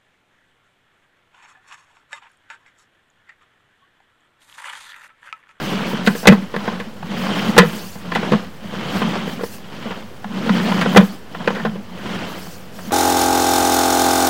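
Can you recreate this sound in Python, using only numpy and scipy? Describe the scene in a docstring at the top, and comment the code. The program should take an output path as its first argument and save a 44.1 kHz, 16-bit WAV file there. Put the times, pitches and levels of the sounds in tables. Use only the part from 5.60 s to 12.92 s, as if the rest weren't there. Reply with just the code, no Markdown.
"""Push cable hauled back onto its reel

Beside a drain, a stiff cable comes back by hand, pull after pull: noise and sparse catches scrape over
the pipe rim and judder the hollow reel; the gloved hand adds a hiss. Knocks are noise bursts ringing in
frame and shell, with a swelling drum note; nearby walls return a faint tail. A low drone of shaped noise
and unsteady hum lies under it all. The microphone sits on the reel and overloads on the hardest knocks.
"""
import sys
import numpy as np
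from scipy import signal
from scipy.fft import rfft, irfft, next_fast_len
from scipy.io import wavfile
from scipy.ndimage import uniform_filter1d, map_coordinates

SR = 44100
rng = np.random.default_rng(int(sys.argv[2]) if len(sys.argv) > 2 else 0)


def put_to_file(sound):
    """Save the sound as 16-bit audio at rate SR, in the file named by the first command-line argument."""
    columns = np.atleast_2d(sound).T  # one column per channel
    safe = np.clip(columns, -1, 1)
    whole_steps = np.round(safe * 32767)
    wavfile.write(sys.argv[1], SR, whole_steps.astype(np.int16))


N = 322812


def amp(db):
    """Gain of a level in dB."""
    return 10 ** (np.asarray(db) / 20)


def unit(x):
    """x at rms 1."""
    return x / np.sqrt(np.mean(x ** 2) + 1e-20)


def peak(x):
    """x at peak 1."""
    return x / np.abs(x).max()


def along(points, hz):
    """(f, value) points read on a log frequency axis."""
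    f, value = np.transpose(points)
    return np.interp(np.log(hz + 1), np.log(f + 1), value)


def curves(rows):
    """One value per sample for each column after the time."""
    s, *columns = np.transpose(rows)
    t = np.arange(N) / SR
    return [np.interp(t, s, column) for column in columns]


def wobble(rate):
    """A smooth random curve, rate knots a second."""
    knots = rng.standard_normal(int(N * rate / SR) + 4)
    return map_coordinates(knots, [np.arange(N) * rate / SR])


def filtered(x, response):
    """x passed through a complex response of frequency."""
    m = next_fast_len(x.shape[-1] + 8192)
    spectrum = rfft(x, m) * response(np.fft.rfftfreq(m, 1 / SR))
    return irfft(spectrum, m)[..., :x.shape[-1]]


def modes(table):
    """The causal response of a set of resonances, with alternating signs."""
    def response(f):
        total = 0
        for k, (centre, width, db) in enumerate(table):
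            damping = 1j * f * width
            total = total + (-1) ** k * amp(db) * damping / (centre ** 2 - f ** 2 + damping)
        return total
    return response


def coloured(x, spectrum):
    """x given a spectrum, at rms 1."""
    return unit(filtered(x, lambda hz: amp(along(spectrum, hz))))


def grit(rate, spread_db, smooth):
    """Sparse catches of uneven size, rate a second, on a bed of smooth friction."""
    size = amp(spread_db * np.minimum(rng.exponential(size=N), 3))
    catches = (rng.random(N) < rate / SR) * size * rng.standard_normal(N)
    return unit(catches) + smooth * rng.standard_normal(N)


def patchy(x, depth_db):
    """Short patches of random gain: the contact point keeps shifting, and its colour with it."""
    z = signal.stft(x, nperseg=256)[2]
    field = rng.standard_normal(z.shape)
    for axis in (0, 1):  # blur across frequency, then time
        field = uniform_filter1d(field, size=4, axis=axis)
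    return signal.istft(z * amp(depth_db * unit(field)), nperseg=256)[1][:N]


# Background noise at the reel, spectrum shape: f/Hz, level/dB per Hz
RUSH = [(12, -25), (20, 7), (34, -14), (49, -0.5), (197, -3.5), (326, -10), (509, -6.5), (619, -12),
        (1940, -18.5), (2300, -22), (3120, -23.5), (10400, -41.5), (15800, -57)]
# The low hum in it: t/s, f/Hz, level/dB
HUM = [(0, 98, -58), (2.5, 98, -47), (4.2, 98, -48.5), (5.3, 98, -56), (5.5, 82, -49), (6.4, 83, -47.5),
       (7.32, 84, -47)]
RUSH_DB = -39.5


def drone():
    """A background rush of noise, nearly steady, with a low hum whose pitch and level waver."""
    hz, db = curves(HUM)
    phase = 2 * np.pi * np.cumsum(hz + 1.7 * wobble(18)) / SR
    hum = amp(db) * unit(wobble(24) + 1.5) * np.sqrt(2) * np.sin(phase)
    rush = coloured(rng.standard_normal(N), RUSH)
    return amp(RUSH_DB + 0.54 * wobble(3.0)) * rush + hum


# Pulls of the hand: start t/s, scrape turning point t/s, limit t/s, scrape level/dB,
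# judder turning point t/s, judder level/dB. The last pull reaches its limit while still swelling.
PULLS = [(-.3, 0.124, 0.75, -24, .28, -23.5), (.66, .75, 0.93, -34, 0.8, -25.5),
         (0.844, 1.06, 1.356, -32, 0.96, -39), (1.36, 1.79, 2.34, -22.5, 1.75, -22),
         (2.372, 2.65, 2.93, -27, 2.68, -25.5), (2.964, 3.416, 3.92, -25, 3.57, -28),
         (3.924, 4.303, 4.48, -34, 4.15, -46), (4.61, 5.08, 5.61, -22, 5.04, -16.5),
         (5.677, 5.907, 6.23, -32, 6.2, -28), (6.267, 6.6, 6.918, -27.5, 6.45, -34.5),
         (7.108, 7.403, 7.3, -38, 7.3, -32.5)]
SCRAPE_POWER, JUDDER_POWER = 1.71, 1.57  # gain follows the course of a pull to this power
REST_SCRAPE_DB, REST_JUDDER_DB = -46.5, -43  # the cable never lies quite still


def pulls():
    """Most pulls swell and fade in an arch; the last is still swelling just before the sound stops."""
    t = np.arange(N) / SR

    def arch(start, turn, limit):
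        return np.sin(np.pi / 2 * np.interp(t, [start, turn, limit], [0, 1, 0]))

    scrape, judder = amp(REST_SCRAPE_DB), amp(REST_JUDDER_DB)
    for start, scrape_turn, limit, scrape_db, judder_turn, judder_db in PULLS:
        scrape = scrape + amp(scrape_db) * arch(start, scrape_turn, limit) ** SCRAPE_POWER
        judder = judder + amp(judder_db) * arch(start, judder_turn, limit) ** JUDDER_POWER
    return scrape, judder


# Cable rubbing on the pipe rim, spectrum shape: f/Hz, level/dB per Hz
SCRAPE = [(150, 2), (260, -2), (399, -5), (494, -5.5), (712, -7.5), (1040, -8.5), (1250, -10), (1370, -10),
          (2270, -14.5), (3180, -18), (3820, -20.5), (4590, -22), (10000, -41), (13000, -99), (22000, -120)]
# A resonance that the rubbing excites: f/Hz, width f/Hz, level/dB of the ring added to the scrape
RIM = (3096, 380, 1.2)


def rim_scrape(tug):
    """Friction noise and dense small catches at the rim, swayed by the uneven grip, excite a resonance."""
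    rub = patchy(grit(1400, spread_db=2.5, smooth=1.84), depth_db=2.0)
    sway = amp(1.14 * tug + 0.39 * wobble(90))
    scrape = coloured(sway * rub, [(70, -20.5)] + SCRAPE)
    return unit(scrape + filtered(scrape, modes([RIM])))


# Low modes of the hollow reel, also sounded by the knocks: f/Hz, width f/Hz, level/dB
DRUM = [(150.4, 24, -5.5), (175, 21.4, 5), (214.5, 61, 2.5)]
LUMP_DB = 3  # depth of the lumps in the judder


def reel_judder(tug):
    """Lumpy friction with sparser catches shakes the reel, heard through its low modes twice over."""
    drum = modes(DRUM)
    shaking = amp(LUMP_DB * tug) * grit(90, spread_db=0.5, smooth=1.8)
    return unit(filtered(shaking, lambda f: drum(f) ** 2))


# Washes of treble hiss: most as the glove slides along the cable, the one at 0.423 s a brief wash
# around a knock: start t/s, length t/s, level/dB above 10.5 kHz
WASHES = [(-.05, 0.26, -50.5), (0.245, .12, -46), (0.423, 0.15, -41.5), (0.527, .16, -38),
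          (0.665, 0.11, -45), (1.548, 0.16, -47), (1.698, 0.34, -51), (1.94, 0.56, -43.5),
          (3.29, 0.16, -48), (3.65, 0.16, -49), (3.782, 0.26, -43), (4.866, 0.54, -55), (5.25, 0.4, -46.5),
          (6.597, 0.54, -46.5), (7.094, 0.31, -50)]
WASH_ATTACK, WASH_RELEASE = 0.25, 0.4  # shares of the length


def hiss_washes():
    """Each wash of hiss rises, holds and lets go."""
    t = np.arange(N) / SR
    shape = np.array([0, WASH_ATTACK, 1 - WASH_RELEASE, 1])
    total = np.zeros(N)
    for s, length, db in WASHES:
        total += amp(db) * np.interp(t, s + length * shape, [0, 1, 1, 0]) ** 2
    return total


# Hiss, mostly of glove on cable, spectrum shape: f/Hz, level/dB per Hz
HISS = [(880, -50), (1500, -16), (1580, 1), (2040, -16), (2600, -3), (3900, -7.5), (4430, -0.5),
        (10500, -9.5), (15800, -5.5)]


def treble_hiss():
    """Patchy noise, mostly heard as glove on cable, scaled to rms 1 above 10.5 kHz."""
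    friction = amp(1.4 * wobble(30)) * rng.standard_normal(N)
    hiss = coloured(patchy(friction, depth_db=3.0), HISS)
    return hiss / np.std(filtered(hiss, lambda hz: hz > 10500))


GRIP_DB, REST_HISS_DB = -32.5, -58.5  # hiss of the gripping glove re scrape gain; hiss at rest


def cable():
    """The sliding cable scrapes, shakes the reel in lumps and hisses in the treble."""
    rubbing, shaking = pulls()
    tug = wobble(22)  # uneven grip of the rim, felt by scrape and reel alike
    hissing = hiss_washes() + amp(GRIP_DB) * rubbing + amp(REST_HISS_DB)
    return rubbing * rim_scrape(tug) + shaking * reel_judder(tug) + hissing * treble_hiss()


# Knocks on the reel: t/s, crack level/dB, drum level/dB re crack, shell level/dB re crack
# (each before the fixed gain of its part), crack centre f/Hz, crack 60 dB decay t/s, drum note f/Hz, drum swell t/s
KNOCKS = [(0.332, -24, 9.5, -0.5, 910, 0.026, 209, 0.018), (.464, -13, -10, -26, 2870, 0.046, 153, 0.039),
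          (.473, -4, -1.5, -12.5, 1570, 0.028, 208, 0.016), (0.495, -23, 3, -5, 1030, .024, 199, .028),
          (0.551, -23.5, -8, -3.5, 1350, 0.032, 207, 0.024), (.63, -22, -3, -11, 867, 0.11, 218, 0.022),
          (.655, -8, -10, -18, 1060, 0.032, 196, .036), (.672, 10.5, -10.5, -12, 1830, 0.043, 235, 0.028),
          (.686, -3.5, 9, 1, 1150, 0.017, 176, 0.023), (.722, -10, 8.5, -2.5, 965, 0.039, 215, 0.017),
          (0.94, -18.5, -8, -6, 1020, 0.043, 229, 0.026),
          (.963, -12.5, -8.5, -12.5, 1720, 0.022, 220, 0.028),
          (1.056, -22.5, -5, -12, 1000, 0.033, 200, 0.024), (1.077, -14, -1, -9, 830, 0.032, 223, 0.018),
          (1.125, -26, 0.5, -8, 1130, 0.17, 187, 0.038), (1.199, -19.5, -5.5, -10, 1640, 0.051, 221, 0.019),
          (1.428, -21.5, -4, -26, 760, 0.026, 177, .028), (1.966, -6.5, -2, -18, 730, 0.054, 206, 0.017),
          (1.98, 12, -16.5, -6.5, 1580, 0.036, 186, 0.026), (2.03, -17, 2.5, 0, 1300, .05, 190, 0.041),
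          (2.354, -29, 0.5, -19, 920, 0.059, 200, 0.016), (2.518, -13.5, -19, -21, 1126, 0.028, 231, .025),
          (2.55, -12.5, -11, -33, 1944, 0.063, 196, 0.016), (2.556, -9, -8, -16.5, 860, 0.047, 211, 0.047),
          (2.629, -18, -2, -9, 890, 0.039, 170, 0.02), (2.72, -10, -2, -4.5, 1350, 0.03, 234, 0.012),
          (2.732, -10.5, 3, -5, 900, .034, 221, 0.02), (2.827, -33, -3, -3.5, 762, 0.041, 198, .018),
          (3.137, -26.5, -24, -4.5, 1140, 0.048, 234, .02), (3.417, -11, -2, -15, 1000, 0.053, 205, 0.059),
          (3.554, -17.5, -26, -21, 940, 0.028, 170, 0.023), (3.676, -27.5, 5, -1, 1250, 0.02, 231, 0.0069),
          (3.791, -27.5, -10, -13, 1000, 0.048, 234, 0.022), (3.809, -24, -6, -4, 1390, 0.052, 229, 0.03),
          (3.835, -20.5, -18, 0.5, 1120, 0.02, 223, 0.015),
          (4.256, -27.5, 5.5, -0.5, 998, 0.08, 218, 0.018), (4.306, -20.5, -6, -9, 990, .066, 221, .02),
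          (4.643, -18, -8.5, -27, 900, 0.021, 218, 0.029), (4.706, -34, 9, -20, 797, .04, 218, 0.017),
          (4.862, -23, 1, -3, 800, 0.023, 198, 0.023), (4.893, -8.5, 1.5, -17, 1050, 0.015, 215, 0.015),
          (5.12, -12.5, -12, -15, 950, 0.015, 218, .035), (5.212, -10.5, -11, -21, 1560, .055, 193, 0.028),
          (5.259, -12, -16, -6, 1050, 0.025, 229, .025), (5.347, -11, 2, -14, 945, .024, 221, 0.034),
          (5.361, 0, -7.5, -7.5, 770, 0.088, 234, .048), (5.371, 7, -7.5, -6, 1670, 0.03, 172, 0.025),
          (5.412, -20.5, 6, -1, 1500, 0.037, 200, .025), (5.747, -19.5, -14, -19, 1030, 0.022, 186, 0.027),
          (5.801, -25.5, 1, -19, 880, 0.07, 200, 0.02), (5.875, -7.5, -11, -6, 1100, 0.031, 223, 0.021),
          (5.904, -16, -8, -9, 900, .028, 207, .01), (5.95, -23, -25, -15, 1770, .053, 215, .025),
          (5.967, -25, -19, -3.5, 1250, .12, 159, 0.021), (5.998, -21.5, -10, -23, 1020, .026, 182, 0.068),
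          (6.05, -11, -4, -10, 820, 0.055, 229, 0.042), (6.156, -31, 3, -0.5, 872, .05, 180, .018),
          (6.375, -32, -10, -6, 1390, 0.23, 210, .05), (6.868, -28.5, -3, -23, 740, 0.018, 164, 0.028),
          (7.187, -26.5, -22, -20, 820, 0.044, 205, .047), (7.307, -20.5, -22, -24, 1050, 0.049, 205, .025)]
# Plastic shell of the reel: f/Hz, width f/Hz, level/dB
SHELL = [(349, 145, -8), (477.8, 43.7, 4), (589, 65.5, -5)]
# Cable and frame: f/Hz, width f/Hz before broadening, level/dB before the focus of each blow
FRAME = [(694, 106, 3.5), (930, 123, 3), (1044, 71, 5.5), (1237, 77, 2.5), (1306, 105, 3.5),
         (1567, 174, 1.5), (1761, 100, 3.5), (2005, 89, 1), (2506, 122, -1), (2950, 205, -3.5),
         (3214, 205, 0.5), (3670, 730, -5.5), (4880, 220, -4.5), (5800, 1400, -15), (6470, 4000, -25)]
LEAD = 0.001208  # contact begins this long before the crack is heard (s)
FOCUS_DB, SOFTER = 7, .1  # fall of the crack per octave from its centre; a blow 1 dB softer falls this much more
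RISE_S = .001  # rise of a crack (s)
SNAP_S, SNAP = .0016, 7.7  # delay of the first hard contact (s), and its size over the rattle


def struck_frame(db, centre_hz):
    """The spot that is struck favours the frame modes near its own pitch."""
    slope_db = FOCUS_DB - SOFTER * db
    return [(hz, 1.65 * width, level - slope_db * abs(np.log2(hz / centre_hz)))
            for hz, width, level in FRAME]


def drum_note(t, note_hz, swell_s):
    """The reel modes nearest the note ring under a swell that builds up, then the cable damps it."""
    u = t / swell_s
    ring = np.zeros(len(t))
    for hz, _, level in DRUM:
        tuned_hz = hz * (1 + rng.normal(0, 0.037))
        gain = amp(level - 30.0 * abs(np.log2(hz / note_hz)))
        ring += gain * np.sin(2 * np.pi * (tuned_hz * t + rng.random()))
    return peak(u * np.exp(-u ** 2) * ring)


def knocks():
    """Each blow is a short rattle in the frame; shell and drum answer, the drum swelling a little later."""
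    out, t = np.zeros(N + SR), np.arange(SR // 3) / SR
    for s, db, drum_db, shell_db, centre_hz, crack_t60, note_hz, swell_s in KNOCKS:
        envelope = amp(-60 * (t / crack_t60) ** 1.79) * (1 - np.exp(-t / RISE_S))
        rattle, push = rng.standard_normal((2, len(t))) * envelope
        rattle[round(SNAP_S * SR)] += SNAP  # the snap of first hard contact
        crack = peak(filtered(rattle, modes(struck_frame(db, centre_hz))))
        push[:len(t) // 400] += 2.5  # the first push, which the heavier shell feels most
        shell = peak(filtered(push, modes(SHELL)))
        drum = drum_note(t, note_hz, swell_s)
        blow = amp(2.0) * crack + amp(shell_db + 9.0) * shell + amp(drum_db + 2.5) * drum
        out[round((s - LEAD) * SR):][:len(t)] += amp(db) * blow
    return out[:N]


def walls(x):
    """Nearby walls return a short dull tail, 400 samples late and 60 dB down after a further 0.17 s."""
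    t = np.arange(SR // 3) / SR

    def dull(hz):
        return 1j * hz / (1j * hz + 400) / (1 + 1j * hz / 2500)

    tail = filtered(rng.standard_normal(len(t)) * amp(-60 * t / 0.17), dull)
    return signal.fftconvolve(np.pad(x, (400, 0)), tail / np.linalg.norm(tail))[:N]


def scene():
    """One microphone on the reel feeds both channels; only the knocks reach the walls."""
    blows = knocks()
    mid = cable() + blows + amp(-20.0) * walls(blows) + drone()
    return np.array([mid, mid])


OFFSET, CEILING = .0152, .985  # constant shift of the input and its clipping level (full scale = 1)
TOP_HZ = 15920  # upper band limit


def record(dry):
    """The microphone drops deep bass; the input rides on a small offset, clips hard and is band-limited."""
    thinned = filtered(dry, lambda hz: (1j * hz / (1j * hz + 60)) ** 2)
    clipped = np.clip(thinned + OFFSET, -CEILING, CEILING)
    return filtered(clipped, lambda hz: hz < TOP_HZ)


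dry = scene()
out = record(dry)
put_to_file(out)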